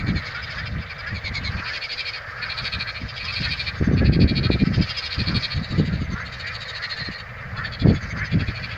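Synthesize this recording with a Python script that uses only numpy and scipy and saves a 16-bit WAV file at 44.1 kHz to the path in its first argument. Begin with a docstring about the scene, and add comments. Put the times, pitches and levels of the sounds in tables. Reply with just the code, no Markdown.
"""Marsh frogs laugh across a reedy pool: seven near ones, in runs of about 13 short croaks a second.
Each croak is a rattle of vocal-cord pulses, mostly slowing, that rings the throat and vocal sacs.
A run swells to a crest and tires. Farther frogs give rising wails over a distant mass of croaks.
Wind gusts buffet the microphone above a faint hiss of air."""
import sys
import numpy as np
from scipy import signal
from scipy.fft import rfft, irfft, next_fast_len
from scipy.io import wavfile
from scipy.ndimage import uniform_filter1d, map_coordinates

SR = 44100
rng = np.random.default_rng(int(sys.argv[2]) if len(sys.argv) > 2 else 0)


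def log_audio(samples):
    """Write samples as a 16-bit WAV file to the path given in sys.argv[1]."""
    # one column per channel
    frames = np.atleast_2d(samples).T
    # limit to full scale, then quantise
    limited = np.clip(frames, -1, 1)
    pcm = np.round(limited * 32767).astype(np.int16)
    wavfile.write(sys.argv[1], SR, pcm)


N = 386757

# per near frog: croak length/s, first pulse rate/Hz, last pulse rate/Hz, resonance glide/ratio,
# resonance droop along a run/(ratio per s), pulse slip/rad, reed echo/dB
VOICES = [(.054, 490, 260, 0.99, 0.96, 0.86, -7.5), (.046, 760, 340, 0.92, 1, 0.41, -6.5),
          (.052, 510, 270, 0.96, 1, 0.9, -3.5), (.052, 550, 340, 0.96, .98, 0.87, 0),
          (0.054, 540, 670, 0.95, .83, 1, -6), (.062, 1000, 290, .9, 0.92, 0.6, -7.5),
          (.06, 680, 450, .94, 0.98, 0.69, -8)]
# per near frog, lower and upper resonances: f/Hz, width/Hz, level/dB
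LOWER_MODES = [
    [(2410, 178, 0), (2786, 260, -13.5), (1900, 230, -12)],
    [(2680, 160, 5.5), (2290, 260, 27)],
    [(2410, 300, 2), (2860, 140, -0.5)],
    [(2390, 380, 0)],
    [(2140, 120, 0)],
    [(2235, 180, 0)],
    [(2350, 100, -3), (1906, 110, 4)],
]
UPPER_MODES = [
    [(4344, 375, 12.5), (3784, 190, 2), (3310, 270, 1.5), (4900, 400, -30.5), (6760, 1400, -21),
     (8450, 280, -13.5), (10500, 1100, -22.5)],
    [(4930, 490, 11.5), (4370, 200, 1), (3230, 1030, 9.5), (5530, 300, -19), (6870, 1200, -15.5),
     (9900, 800, -15)],
    [(4450, 330, 10), (3850, 310, 8), (3174, 320, 0), (6500, 1200, -1), (10600, 900, -17.5)],
    [(4458, 320, 6), (3385, 320, 2.5), (4110, 850, 3.5), (6700, 1000, -13)],
    [(4600, 130, -0.5), (3790, 1100, -0.5), (6320, 290, 5)],
    [(4200, 550, 8.5), (3440, 150, -4), (6480, 510, -7)],
    [(4280, 330, 11), (3570, 600, -13)],
]
# per near frog, runs: first t/s, last t/s, croaks, crest t/s, upper/dB, swell/dB, fade/dB, lower/dB
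CROAK_RUNS = [
    [(1.591, 2.15, 8, 1.96, -32, 12, 4.5, -32.5), (2.438, 2.966, 8, 2.69, -27.5, 7.5, 12, -30),
     (3.219, 3.683, 7, 3.48, -27.5, 10, 2.5, -30), (3.99, 4.607, 9, 4.42, -29, 9, 7.5, -32.5),
     (4.803, 5.527, 10, 5.42, -26.5, 19, 6, -33)],
    [(0.281, 0.674, 6, 0.54, -38.5, 5.5, 0.5, -37), (0.83, 1.085, 4, 0.95, -41, 7, 1, -38),
     (1.694, 2.171, 7, 2.06, -33.5, 3, 4.5, -35), (2.39, 2.63, 4, 2.55, -43.5, 6, 0, -42),
     (3.022, 3.58, 8, 3.28, -33, 11.5, 10, -37.5), (4.671, 5.148, 7, 4.95, -28.5, 12, 7, -39.5),
     (5.245, 5.49, 4, 5.33, -45.5, -3, 2, -43), (8.1, 8.26, 3, 8.24, -44, 11, -0.5, -53)],
    [(5.569, 6.02, 7, 5.64, -40, 0.5, 6.5, -47), (6.268, 7.2, 14, 6.6, -37, 6, 7.5, -44)],
    [(7.583, 7.97, 6, 7.73, -39.5, 4, 4.5, -48.5), (8.329, 8.723, 6, 8.6, -41.5, 2, 1.5, -39)],
    [(3.78, 3.935, 3, 3.83, -48.5, 4, 2, -52), (6.045, 6.21, 3, 6.13, -45.5, 8, 4, -46),
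     (7.87, 8.268, 6, 8.01, -43.5, 24.5, 4.5, -37.5)],
    [(0.001, 0.275, 4, 0.17, -38.5, 4, 2, -34.5), (1.172, 1.469, 4, 1.35, -33, 8, 2, -31.5)],
    [(6.668, 7.015, 5, 6.9, -32.5, 15, 0.5, -34.5), (7.068, 7.155, 2, 7.1, -40.5, -3, 1.5, -38.5)],
]
# rising calls: t/s, nominal length/s, first resonance/Hz, last resonance/Hz, level/dB
WAIL_CALLS = [(0.283, 0.14, 1240, 1540, -42), (0.471, 0.17, 1218, 1966, -37.5),
              (0.939, 0.19, 1106, 2005, -38.5), (1.523, 0.24, 1047, 2050, -37.5),
              (2.275, 0.25, 1404, 1943, -37.5), (2.497, 0.13, 1180, 1414, -41.5),
              (2.8, 0.11, 1380, 1766, -42.5), (3.185, 0.17, 1061, 1483, -45),
              (3.393, 0.11, 1470, 1844, -36.5), (3.899, 0.17, 1247, 1840, -38.5),
              (4.384, 0.14, 1266, 1710, -42), (5.21, 0.18, 1163, 1466, -42.5),
              (5.664, .08, 1680, 1823, -46.5), (5.794, 0.17, 1126, 1880, -46.5),
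              (6.092, 0.16, 1117, 1787, -37), (6.365, 0.16, 1663, 2080, -37),
              (6.754, 0.14, 1466, 1883, -37.5), (6.938, 0.1, 1683, 2000, -38),
              (7.516, 0.15, 1085, 1936, -33), (8.123, 0.13, 1076, 2060, -32)]
# distant chorus: t/s, throat level/dB, sac level/dB
CHORUS_LEVELS = [(0.0, -37, -51), (0.41, -37.5, -39.5), (0.83, -40.5, -49), (1.66, -36.5, -41.5),
                 (1.9, -42, -41.5), (2.34, -37.5, -48.5), (2.66, -37, -41.5), (3.05, -40, -46),
                 (3.49, -41.5, -37.5), (3.79, -36, -46), (4.08, -42, -54.5), (5.08, -38, -39),
                 (5.96, -39.5, -48.5), (6.98, -38, -44), (7.23, -39, -57), (8.77, -38, -44.5)]
# wind between gusts: t/s, level/dB
BREEZE_LEVELS = [(0, -38.5), (1.6, -41), (1.9, -51.5), (2.5, -43), (3.7, -35), (5, -42), (6.1, -35),
                 (6.9, -45), (7.3, -41.5), (7.55, -33.5), (8.77, -34.5)]
# gusts: t/s, hold/s, level/dB
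WIND_GUSTS = [(0.01, .18, -27), (.08, 0.086, -26), (0.57, 0.15, -33.5), (0.713, .09, -27.5),
              (1.117, .055, -27), (1.246, 0.358, -31), (2.625, 0.0098, -28.5), (2.746, .04, -30.5),
              (3.017, 0.044, -28), (3.399, .03, -27), (3.453, 0.06, -30), (3.812, 0.017, -16),
              (3.874, 0.257, -17), (4.167, 0.097, -15), (4.296, 0.17, -21.5), (4.485, 0.085, -21),
              (4.607, 0.14, -19.5), (4.78, 0.044, -18), (5.184, 0.039, -21.5), (5.275, 0.11, -23.5),
              (5.553, .07, -26), (5.71, 0.27, -22), (5.782, .045, -16), (6.018, 0.017, -21.5),
              (6.11, 0.027, -23.5), (7.006, 0.017, -31), (7.088, 0.011, -28), (7.823, .14, -21.5),
              (7.84, .07, -16.5), (8.14, .11, -29.5), (8.334, .085, -19), (8.487, 0.017, -27.5)]
# sharp eddies: t/s, level/dB, f/Hz
EDDIES = [(3.81, -11.5, 127), (3.823, -11.5, 160), (3.912, -12.5, 185), (4.029, -13, 212),
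          (4.094, -12, 172), (4.189, -11, 178), (4.242, -6, 116), (4.289, -30, 196), (4.5, -6.5, 214),
          (4.634, -9, 120), (5.796, -11, 205), (7.086, -25, 195), (7.856, -8, 205), (7.869, -10.5, 232),
          (7.904, -11.5, 184)]
# noise spectra: f/Hz, level/dB
THROAT_SPECTRUM = [(300, -47), (500, -6), (850, 1), (1300, 6.5), (1850, 13.5), (2200, 8), (2600, -1.5),
                   (3200, -34.5)]
SAC_SPECTRUM = [(2000, 5.5), (2600, 12), (3000, -12.5), (4400, 12), (5100, 9.5), (5700, -1.5), (6600, -4),
                (8000, -29.5), (9500, -41)]
RUMBLE_SPECTRUM = [(20, -16), (40, -5.5), (70, 4), (115, 4), (200, -9.5), (300, -26.5), (500, -50.5),
                   (1000, -77)]
GUST_SPECTRUM = [(30, -54), (80, -3), (170, 3), (260, -4.5), (400, -15), (650, -24.5), (1000, -42.5),
                 (2500, -93)]
AIR_SPECTRUM = [(30, 6.5), (120, 14.5), (320, -41.5), (400, -3), (480, 8), (650, 7), (900, -6.5),
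                (3000, -15), (7000, -24), (9000, -59), (13800, -51.5), (14700, -22.5), (15500, -32.5)]
# treble loss on the way from the frogs: f/Hz, gain/dB
PATH_GAIN = [(4900, 1.5), (5700, -6), (7000, -1.5), (8600, -13.5), (9400, -18), (11000, -8), (13000, -21.5)]
# decay in the reeds and over the open marsh: f/Hz, t60/s
REED_DECAY = [(500, 0.14), (8000, 0.017)]
MARSH_DECAY = [(500, 0.14), (2000, 0.25), (5000, 0.18), (10000, 0.82)]

GUST_ATTACK_S, GUST_RELEASE_S = .011, .014
MIC_CEILING, TOP_HZ = .65, 15550


def near_frogs():
    """Resonances sag as a croak runs out of air, for some frogs over a run too; reeds smear the pulses."""
    out = np.zeros(N)
    for runs, voice, lower, upper in zip(CROAK_RUNS, VOICES, LOWER_MODES, UPPER_MODES):
        length_s, first_hz, last_hz, glide, droop, slip_rad, reeds_db = voice
        croaks = [croak for run in runs for croak in laugh(*run)]
        for t_s, from_middle_s, upper_db, lower_db in croaks:
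            tension = np.exp(.05 * rng.standard_normal())
            train = pulses(length_s, first_hz * tension, last_hz * tension, jitter=.029, scatter_db=2.4)
            sag = glide * np.exp(.012 * rng.standard_normal())
            tuning = [droop ** from_middle_s, 1, 1]
            high = ring(train, np.multiply(upper, tuning), sag, slip_rad)
            low = ring(train, np.multiply(lower, tuning), sag * .975, 1.53 * slip_rad)
            croak = amp(upper_db - 3) * high + amp(lower_db - 4.5) * low
            start_s = t_s - .59 * length_s
            add(out, start_s, croak)
            add(out, start_s, amp(reeds_db) * echo(croak, REED_DECAY, samples=2048))
    return filtered(out, lambda hz: amp(along(PATH_GAIN, hz)))


def laugh(first_s, last_s, count, crest_s, upper_db, swell_db, fade_db, lower_db):
    """Evenly paced croaks that swell, then tire: t/s, t from mid-run/s, upper/dB, lower/dB."""
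    t_s = np.linspace(first_s, last_s, round(count))
    before = np.clip((crest_s - t_s) / (crest_s - first_s + 1e-9), 0, 1)
    after = np.clip((t_s - crest_s) / (last_s - crest_s + 1e-9), 0, 1)
    effort_db = -swell_db * before ** 1.8 - fade_db * after ** 1.8
    return zip(t_s, t_s - t_s.mean(), upper_db + effort_db, lower_db + .25 * effort_db)


def pulses(length_s, first_hz, last_hz, jitter, scatter_db):
    """Vocal-cord pulses of one call, swelling and then cut short: t/s, strength."""
    count = max(int(length_s * np.sqrt(first_hz * last_hz)), 4)
    rate_hz = np.geomspace(first_hz, last_hz, count)
    t_s = np.cumsum((1 + jitter * rng.standard_normal(count)) / rate_hz)
    progress = (np.arange(count) + .5) / count
    return t_s, np.sin(np.pi * progress ** 1.545) * amp(scatter_db * rng.standard_normal(count))


def ring(train, modes, glide, slip_rad):
    """Each pulse rings the gliding resonances with a random slip of phase; rms 1."""
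    t_s, strength = train
    index = (np.abs(t_s[:, None]) * SR).astype(int) + 1 + np.arange(256)
    age_s = index / SR - t_s[:, None]
    progress = np.arange(index.max() + 1) / SR / t_s[-1]
    warped_s = np.cumsum(glide ** (progress - .5)) / SR
    rings = 0
    for hz, width_hz, db in modes:
        phase = 2 * np.pi * hz * rng.normal(1, .01222) * warped_s[index]
        phase += slip_rad * rng.standard_normal((len(t_s), 1))
        damping = 1.5 * np.pi * width_hz
        envelope = damping ** 1.5 * age_s * np.exp(-damping * age_s)
        rings += amp(db) * envelope * np.sin(phase)
    return unit(np.bincount(index.ravel(), (strength[:, None] * rings).ravel()))


def wailing_frogs():
    """Long hoarse calls; pitch and throat resonances climb together as the sacs fill."""
    out = np.zeros(N)
    for t_s, length_s, first_hz, last_hz, db in WAIL_CALLS:
        centre_hz, glide = np.sqrt(first_hz * last_hz), last_hz / first_hz
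        train = pulses(length_s * 1.1, 200, 200 * glide, jitter=.035, scatter_db=2)
        modes = [(centre_hz, 210, 0), (centre_hz * 1.2, 240, -5), (centre_hz * .83, 200, -6)]
        wail = ring(train, modes, glide, slip_rad=.55)
        add(out, t_s - .015, amp(db - 3) * echo(wail, REED_DECAY, samples=1024))
    return out


def far_frogs():
    """Distant callers, low throats and high sacs, on a noise blur of hundreds more."""
    throat_db, sac_db = curves(CHORUS_LEVELS)
    callers = croaking_crowd(1850, spread=.17, width_hz=330, count=50)
    callers += amp(-6) * croaking_crowd(1300, spread=.142, width_hz=220, count=30)
    throats = amp(-1.5) * callers + amp(-3 + 1.3 * wobble(16)) * noise(THROAT_SPECTRUM)
    sacs = croaking_crowd(3900, spread=.3, width_hz=800, count=60)
    sacs = filtered(sacs, lambda hz: amp(along(PATH_GAIN, hz)))
    sacs = amp(-3.5) * sacs + amp(-6.5 + 4.4 * wobble(22)) * noise(SAC_SPECTRUM)
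    return amp(throat_db - .5) * throats + amp(sac_db) * sacs


def croaking_crowd(centre_hz, spread, width_hz, count):
    """Eight croaks each from frogs of different sizes, blurred by the reeds; rms 1."""
    crowd = np.zeros(N)
    starts_s = np.linspace(-.5, N / SR, count)
    resonances_hz = centre_hz * np.exp(spread * rng.uniform(-1, 1, count))
    periods_s = rng.uniform(.07, .1, count)
    for start_s, hz, period_s in zip(starts_s, resonances_hz, periods_s):
        train = pulses(.055, 420, 290, jitter=.04, scatter_db=5.5)
        croak = ring(train, [(hz, width_hz, 0)], glide=.93, slip_rad=1.17)
        for k in range(8):
            add(crowd, start_s + k * period_s, amp(2 * rng.standard_normal()) * croak)
    return unit(echo(crowd, REED_DECAY, samples=2048)[:N])


def wind():
    """Lumpy buffeting; stronger gusts shed smaller, higher eddies, and the sharpest thud."""
    level_db = wind_level_db()
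    gust_share = .99 / (1 + np.exp(-(level_db + 25) / 4))
    flow = np.sqrt(1 - gust_share) * noise(RUMBLE_SPECTRUM)
    flow += np.sqrt(gust_share) * amp(3.9 * wobble(70) - 5.5) * noise(GUST_SPECTRUM)
    running_rms = np.sqrt(np.abs(uniform_filter1d(flow ** 2, size=3000)) + 1e-9)
    flutter_db = 2.1 * wobble(32)
    out = amp(level_db + flutter_db) * flow / running_rms
    age_s = np.arange(SR // 40) / SR
    for t_s, db, hz in EDDIES:
        phase = 2 * np.pi * hz * (age_s - .006)
        thud = phase / (1 + phase ** 2 / 3) ** 3  # one push and pull on the diaphragm
        add(out, t_s - .003, amp(db + 8.5) * thud)
    return out


def wind_level_db():
    """Breeze plus gusts that rise fast, hold and die away."""
    t_s = np.arange(N) / SR
    power = amp(curves(BREEZE_LEVELS)[0]) ** 2
    for start_s, hold_s, db in WIND_GUSTS:
        rise = np.minimum(t_s - start_s, 0) / GUST_ATTACK_S
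        fall = np.maximum(t_s - start_s - hold_s, 0) / GUST_RELEASE_S
        power += (amp(db) * np.exp(rise - fall)) ** 2
    return 10 * np.log10(power)


def echo(x, decay, samples):
    """x through a fresh diffuse tail of energy 1; each frequency has its own t60."""
    hz, t_s, bins = signal.stft(rng.standard_normal(samples), SR, nperseg=128)
    fade = amp(-60 * t_s / along(decay, hz)[:, None])
    tail = signal.istft(bins * fade, SR, nperseg=128)[1]
    return signal.fftconvolve(x, tail / np.linalg.norm(tail))


def noise(spectrum):
    """Coloured noise; rms 1."""
    return unit(filtered(rng.standard_normal(N), lambda hz: amp(along(spectrum, hz))))


def filtered(x, response):
    """x through a gain given as a function of f/Hz."""
    size = next_fast_len(N + SR // 4)
    return irfft(rfft(x, size) * response(np.fft.rfftfreq(size, 1 / SR)), size)[:N]


def wobble(rate_hz):
    """Smooth curve through random knots."""
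    knots = rng.standard_normal(int(N * rate_hz / SR) + 4)
    return map_coordinates(knots, [np.arange(N) * rate_hz / SR])


def curves(rows):
    """Each column after t/s, interpolated per sample."""
    t_s, *columns = np.transpose(rows)
    return [np.interp(np.arange(N) / SR, t_s, column) for column in columns]


def along(points, hz):
    """Interpolate (f/Hz, value) points on a log axis."""
    knots_hz, values = np.transpose(points)
    return np.interp(np.log(hz + 1), np.log(knots_hz + 1), values)


def add(track, start_s, sound):
    """Mix a sound into a track."""
    start = int(start_s * SR)
    part = sound[max(-start, 0):max(N - start, 0)]
    track[max(start, 0):][:len(part)] += part


def amp(db):
    """dB to gain."""
    return 10 ** (np.asarray(db) / 20)


def unit(x):
    """Scale to rms 1."""
    return x / np.sqrt(np.mean(x ** 2) + 1e-20)


def scene():
    """Frogs, their wash over the marsh, faint air and wind; mono."""
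    near, wails = near_frogs(), wailing_frogs()
    wash = echo(amp(-11.5) * near + amp(-14.5) * wails, MARSH_DECAY, samples=24000)[:N]
    return (near + wails + wash + far_frogs() + amp(-45) * noise(AIR_SPECTRUM) + wind())[None]


def record(dry):
    """The microphone rounds off the hardest gusts; nothing passes above TOP_HZ."""
    rounded = dry[0] / (1 + (dry[0] / MIC_CEILING) ** 6) ** (1 / 6)
    return filtered(rounded, lambda hz: hz < TOP_HZ)[None]


dry = scene()
out = record(dry)
log_audio(out)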